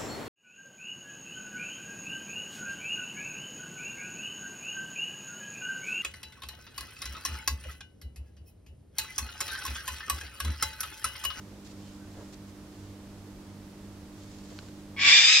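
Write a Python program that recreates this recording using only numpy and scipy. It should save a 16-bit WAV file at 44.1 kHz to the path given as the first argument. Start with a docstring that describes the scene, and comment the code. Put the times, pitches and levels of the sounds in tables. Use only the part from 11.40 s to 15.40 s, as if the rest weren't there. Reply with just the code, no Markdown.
"""An appliance hums in a small room. Near the stereo microphones a finger rubs and nudges a parrot's
fabric hut inside a wire cage, with faint squeaks and two ticks of beak or claw. At the end the
pestered bird lets out one harsh squawk: an unsteady syrinx tone near 1.2 kHz, buried in chaotic
rasp and scattered by the cage and the room. The recorder's gain ducks under it."""
import sys
import numpy as np
from scipy import signal
from scipy.fft import rfft, irfft
from scipy.io import wavfile
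from scipy.ndimage import uniform_filter1d

SR = 44100
rng = np.random.default_rng(int(sys.argv[2]) if len(sys.argv) > 2 else 0)


def put_to_file(sound):
    """Save the sound as 16-bit audio at rate SR, in the file named by the first command-line argument."""
    columns = np.atleast_2d(sound).T  # one column per channel
    safe = np.clip(columns, -1, 1)
    whole_steps = np.round(safe * 32767)
    wavfile.write(sys.argv[1], SR, whole_steps.astype(np.int16))


N = 176400
T = np.arange(N) / SR
CAGE_T60_S, ROOM_T60_S = 0.05, 0.24


def amp(db):
    """Decibels to gain."""
    return 10 ** (np.asarray(db) / 20)


def unit(x):
    """Scale to rms 1."""
    return x / np.sqrt(np.mean(x ** 2) + 1e-20)


def at_hz(points, hz):
    """Read a spectrum on a log-frequency axis."""
    freqs, values = np.transpose(points)
    return np.interp(np.log(hz + 1), np.log(freqs), values)


def colour(x, points):
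    """Filter by a spectrum in dB."""
    size = 2 * x.shape[-1]
    gain = amp(at_hz(points, np.fft.rfftfreq(size, 1 / SR)))
    return irfft(rfft(x, size) * gain)[..., :size // 2]


def drift(rate_hz):
    """Smooth random wander with rms 1."""
    r = np.exp(-2 * np.pi * rate_hz / SR)
    return unit(signal.lfilter([1], [1, -2 * r, r * r], rng.standard_normal(N + SR))[SR:])


def resonate(x, hz, width_hz):
    """Resonance with gain 1 at its peak."""
    r = np.exp(-np.pi * width_hz / SR)
    poles = [1, -2 * r * np.cos(2 * np.pi * hz / SR), r * r]
    return signal.lfilter(np.array([1, 0, -1]) * (1 - r * r) / 2, poles, x)


# Likeness of the noise at the two microphones: (frequency [Hz], correlation [0-1])
MIC_LIKENESS = [(100, .96), (400, .93), (1000, 0.63), (3000, 0.2), (10000, 0.07)]
def stereo_noise(spectrum):
    """Coloured noise, alike at both microphones in the bass and diffuse in the treble."""
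    mid, side = rfft(rng.standard_normal((2, N)))
    alike = at_hz(MIC_LIKENESS, np.fft.rfftfreq(N, 1 / SR))
    pair = np.sqrt(1 + alike) * mid + np.sqrt(1 - alike) * side * [[1], [-1]]
    return unit(colour(irfft(pair, N), spectrum))


# Room tone all around the microphones: (frequency [Hz], relative level [dB])
ROOM_AIR = [(15, -51), (25, -8), (82, -4), (148, -13), (198, -5.5), (253, -15.5), (297, -7.5), (495, -16),
            (567, -16.5), (684, -20.5), (826, -20), (2360, -29), (5430, -30), (12800, -38.5), (15500, -43)]
def room_tone():
    """Soft, steady noise, strongest in the bass."""
    return amp(-50) * stereo_noise(ROOM_AIR)


# Appliance in the background: (frequency [Hz], level [dB])
HUM_LINES = [(97.4, -56.5), (100.2, -57.5), (150, -62.5), (199.8, -52.5), (247, -63), (300, -54),
             (598, -69)]
def appliance_hum():
    """Slowly wavering hum lines; the lowest two beat."""
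    hum = np.zeros(N)
    for hz, db in HUM_LINES:
        gain = np.sqrt(2) * amp(db + 1.1 * drift(1.4))
        hum += gain * np.sin(2 * np.pi * hz * T + rng.uniform(0, 2 * np.pi) + 0.071 * drift(0.71))
    return hum


def arch(start, length):
    """Half a sine: one rise and fall."""
    return np.sin(np.pi * np.clip((T - start) / length, 0, 1))


# Barely above the room tone: (time [s], length [s], pitch [Hz], level [dB])
FAINT_SQUEAKS = [(0.387, 0.16, 3110, -69), (0.587, 0.095, 1536, -64), (0.746, .1, 1650, -65)]
def squeaks():
    """Thin, wavering tones that swell and fade."""
    out = np.zeros(N)
    for start, length, hz, db in FAINT_SQUEAKS:
        phase = 2 * np.pi * np.cumsum(hz * (1 + 0.018 * drift(150))) / SR
        out += amp(db) * arch(start, length) * np.sqrt(2) * np.sin(phase)
    return out


def friction(strokes, spectrum, grain_db):
    """Grainy noise that swells and fades with each stroke."""
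    swell = sum(amp(db) * np.sqrt(np.abs(arch(start, length))) for start, length, db in strokes)
    return swell * unit(stereo_noise(spectrum) * amp(grain_db * drift(86)))


# Finger on the hut, in the cage: (time [s], length [s], level [dB])
FINGER_RUBS = [(.245, 0.034, -54), (.272, 0.061, -58.5), (.33, 0.28, -61), (.65, 0.32, -62.5),
               (.924, 0.024, -54), (1.075, 0.029, -59), (1.3, 0.27, -64), (2.42, .2, -70),
               (2.74, 0.33, -59), (3.03, 0.27, -58), (3.25, 0.22, -65)]
HUT_NUDGES = [(.742, 0.1, -48.5), (3.107, 0.025, -45), (3.225, 0.012, -47.5)]
# Colour of the hut's cloth and of its body: (frequency [Hz], relative level [dB])
CLOTH_COLOUR = [(600, -27), (1600, -8), (2300, -8), (3100, -4.5), (5000, -3.5), (6200, -5.5), (7200, -3),
                (9000, -17), (15000, -30)]
HUT_COLOUR = [(80, 2), (200, 1), (340, -2), (410, 6), (520, 3), (680, -1.5), (1500, -14), (3000, -24),
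              (9000, -40)]
def finger_on_hut():
    """Rubbing makes the cloth hiss; nudging draws a dull bump from the whole hut."""
    rubs = friction(FINGER_RUBS, CLOTH_COLOUR, grain_db=1.5)
    nudges = friction(HUT_NUDGES, HUT_COLOUR, grain_db=2)
    return rubs + nudges


# Beak or claw in the cage: (time [s], strike level [dB])
BEAK_TICKS = [(3.1893, -25.5), (3.286, -40)]
# What each tick rings: (frequency [Hz], relative level [dB], time to fall 60 dB [s])
TICK_RING = [(1270, -27, .012), (1520, -11.5, 0.012), (2800, -2, 0.0016), (4200, -6.5, 0.004),
             (5240, -14, 0.0032)]
def ticks():
    """Dry clicks ring a few very short modes, slightly scattered by the cage."""
    clicks = np.zeros(N)
    for start, db in BEAK_TICKS:
        clicks[int(start * SR)] += amp(db)
    t = T[:SR // 20]
    ring = sum(amp(db - 60 * t / t60) * np.sin(2 * np.pi * hz * t) for hz, db, t60 in TICK_RING)
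    ring = signal.sosfilt(signal.butter(3, (1200, 5700), "band", fs=SR, output="sos"), ring)
    paths = (t == 0) + 0.034 * rng.standard_normal((2, len(t))) * amp(-60 * t / CAGE_T60_S)
    return signal.fftconvolve(signal.fftconvolve(clicks, ring)[None], paths, axes=1)[:, :N]


def echoes(sound, t60, first_echo_s=0.003, even_over_hz=122):
    """Dense, decaying reflections at each microphone, even over all pitches."""
    t = T[:SR // 2]
    paths = rfft(rng.standard_normal((2, len(t))) * amp(-60 * t / t60) * (t > first_echo_s))
    power = uniform_filter1d(np.abs(paths) ** 2, int(even_over_hz * t[-1]), axis=1)
    tail = irfft(paths / np.sqrt(power))[:, :len(t) // 2]
    return signal.fftconvolve(sound[None], tail, axes=1)[:, :N]


# Scattered over direct sound at the microphones: (frequency [Hz], ratio [dB])
SCATTER_RATIO = [(500, -16.5), (1200, -2), (2400, 1.5), (4000, 4), (8000, 16.5)]
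# Left microphone over right: (frequency [Hz], ratio [dB])
MIC_BALANCE = [(500, 0), (1150, -4.5), (1700, -0.5), (2400, 0), (3600, 2), (5000, 4.5), (6000, -1.5),
               (7200, -13), (8500, -7.5)]
def cage_and_room(voice, head_turn_hz=0.798, right_lag_s=38.27e-6):
    """Direct sound, quick cage scatter that shifts as the head moves, and a short room tail."""
    sent = colour(voice, SCATTER_RATIO)
    turn = 2 * np.pi * head_turn_hz * T
    bars = echoes(sent * np.cos(turn), CAGE_T60_S) + echoes(sent * np.sin(turn), CAGE_T60_S)
    wall_gain = amp(-0.5)
    walls = wall_gain * echoes(sent, ROOM_T60_S)
    direct = np.array([voice, np.interp(T - right_lag_s, T, voice)])
    pair = direct + (bars + walls) / np.hypot(1, wall_gain)
    # scattering spreads the power without adding to it
    pair = colour(pair, [(hz, -10 * np.log10(1 + amp(db) ** 2)) for hz, db in SCATTER_RATIO])
    return np.array([colour(mic, [(hz, sign * db / 2) for hz, db in MIC_BALANCE])
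                     for mic, sign in zip(pair, (1, -1))])


# Syrinx harmonics: (multiple of the pitch, opening level [dB], pressed level [dB])
SYRINX_HARMONICS = [(1, -14.5, -23), (2, -2, -3), (3, -10.5, -7), (4, -18.5, -9), (5, -17, -17),
                    (6, -20.5, -26.5)]
# Rasp in throat and beak: (frequency [Hz], relative level [dB])
RASP_COLOUR = [(250, -27), (500, -32.5), (800, -16.5), (1080, -18), (1400, -16), (1650, -1), (2050, 1),
               (2450, 1), (2900, -1), (3400, -3), (3880, -5.5), (4200, -7.5), (5100, -5), (5800, -11),
               (7300, -18), (8000, -27), (8600, -30), (9000, -48), (15000, -58)]
def syrinx(pitch_hz, press):
    """A jittering tone, rougher when pressed, and turbulence that pulses with each cycle."""
    jitter = (0.0202 + 0.0045 * press) * drift(413)
    wobble = 0.009 * drift(69.7)
    phase = 2 * np.pi * np.cumsum(pitch_hz * (1 + jitter + wobble)) / SR
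    tone = np.zeros(N)
    for multiple, opening_db, pressed_db in SYRINX_HARMONICS:
        gain = np.sqrt(2) * amp(opening_db + (pressed_db - opening_db) * press)
        tone += gain * np.sin(multiple * phase + rng.uniform(0, 2 * np.pi))
    turbulence = rng.standard_normal(N) * (1 + 0.67 * np.cos(phase))
    return tone, unit(colour(turbulence, RASP_COLOUR))


# The call from inside the hut: (time [s], level [dB], pitch [Hz], lift of the clear tone [dB])
SQUAWK_PATH = [(3.564, -45, 1121, 4), (3.575, -36, 1126, -2), (3.606, -24, 1122, -4),
               (3.625, -20, 1126, -15), (3.636, -19.5, 1131, 0.5), (3.672, -15.5, 1142, -5),
               (3.686, -12.5, 1152, 1), (3.695, -12.5, 1159, -11.5), (3.731, -11.5, 1167, 1),
               (3.75, -10.5, 1184, -1), (3.776, -8.5, 1198, -3), (3.819, -8.5, 1225, -4),
               (3.879, -7.5, 1248, -1.5), (3.934, -7.5, 1277, 0.5), (3.975, -8.5, 1242, -1),
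               (4.0, -9, 1233, -1.5)]
# Sharp airway resonances: (frequency [Hz], width [Hz], added share [dB])
AIRWAY_MODES = [(1120, 91, -6.5), (2290, 230, -6), (3614, 156, 2.5), (5040, 130, -6.5), (7400, 250, -5)]
def parrot_squawk(press_s=(3.5, 3.83), treble_hz=4000):
    """Tone and rasp ring the airway, shaken by an uneven flutter that eases as the bird presses."""
    times, *columns = np.transpose(SQUAWK_PATH)
    level_db, pitch_hz, clear_db = [np.interp(T, times, column) for column in columns]
    press = np.interp(T, press_s, [0, 1])
    tone, rasp = syrinx(pitch_hz, press)
    voice = amp(clear_db - 3.5) * tone + amp(-4.5) * rasp
    voice = voice + sum(amp(db) * resonate(voice, hz, width) for hz, width, db in AIRWAY_MODES)
    low = signal.sosfiltfilt(signal.butter(2, treble_hz, fs=SR, output="sos"), voice)
    treble_db = 0.35 * (level_db + 22) + 4 * press  # brighter when loud and when pressed
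    voice = low + (voice - low) * amp(treble_db)
    flutter_db = (2.5 - 2 * press) * np.clip(drift(170), -2, 2)
    return voice * amp(level_db + flutter_db) * (T > times[0])


def scene():
    """The room and the small noises sit slightly right; the bird rises far above them."""
    quiet = appliance_hum() + room_tone() + finger_on_hut() + ticks() + squeaks()
    return quiet * amp([[-1], [1]]) + cage_and_room(parrot_squawk())


def record(dry, limit_db=-15, sense_s=0.0043, attack_s=0.02, release_db_per_s=1, cutoff_hz=15750):
    """The recorder's gain ducks quickly and recovers slowly; the top treble is cut."""
    power = uniform_filter1d(np.mean(dry ** 2, axis=0), int(sense_s * SR))
    over_db = np.maximum(10 * np.log10(np.abs(power) + 1e-12) - limit_db, 0)
    held_db = np.maximum.accumulate(over_db + release_db_per_s * T) - release_db_per_s * T
    r = np.exp(-1 / (attack_s * SR))
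    duck_db = signal.lfilter([1 - r], [1, -r], held_db)
    end_fade = np.sin(np.pi / 2 * np.clip((T[-1] - T) / 0.003, 0, 1)) ** 2
    lowpass = signal.ellip(12, 0.1, 80, cutoff_hz, fs=SR, output="sos")
    return signal.sosfilt(lowpass, dry * amp(-duck_db) * end_fade)


dry = scene()
out = record(dry)
put_to_file(out)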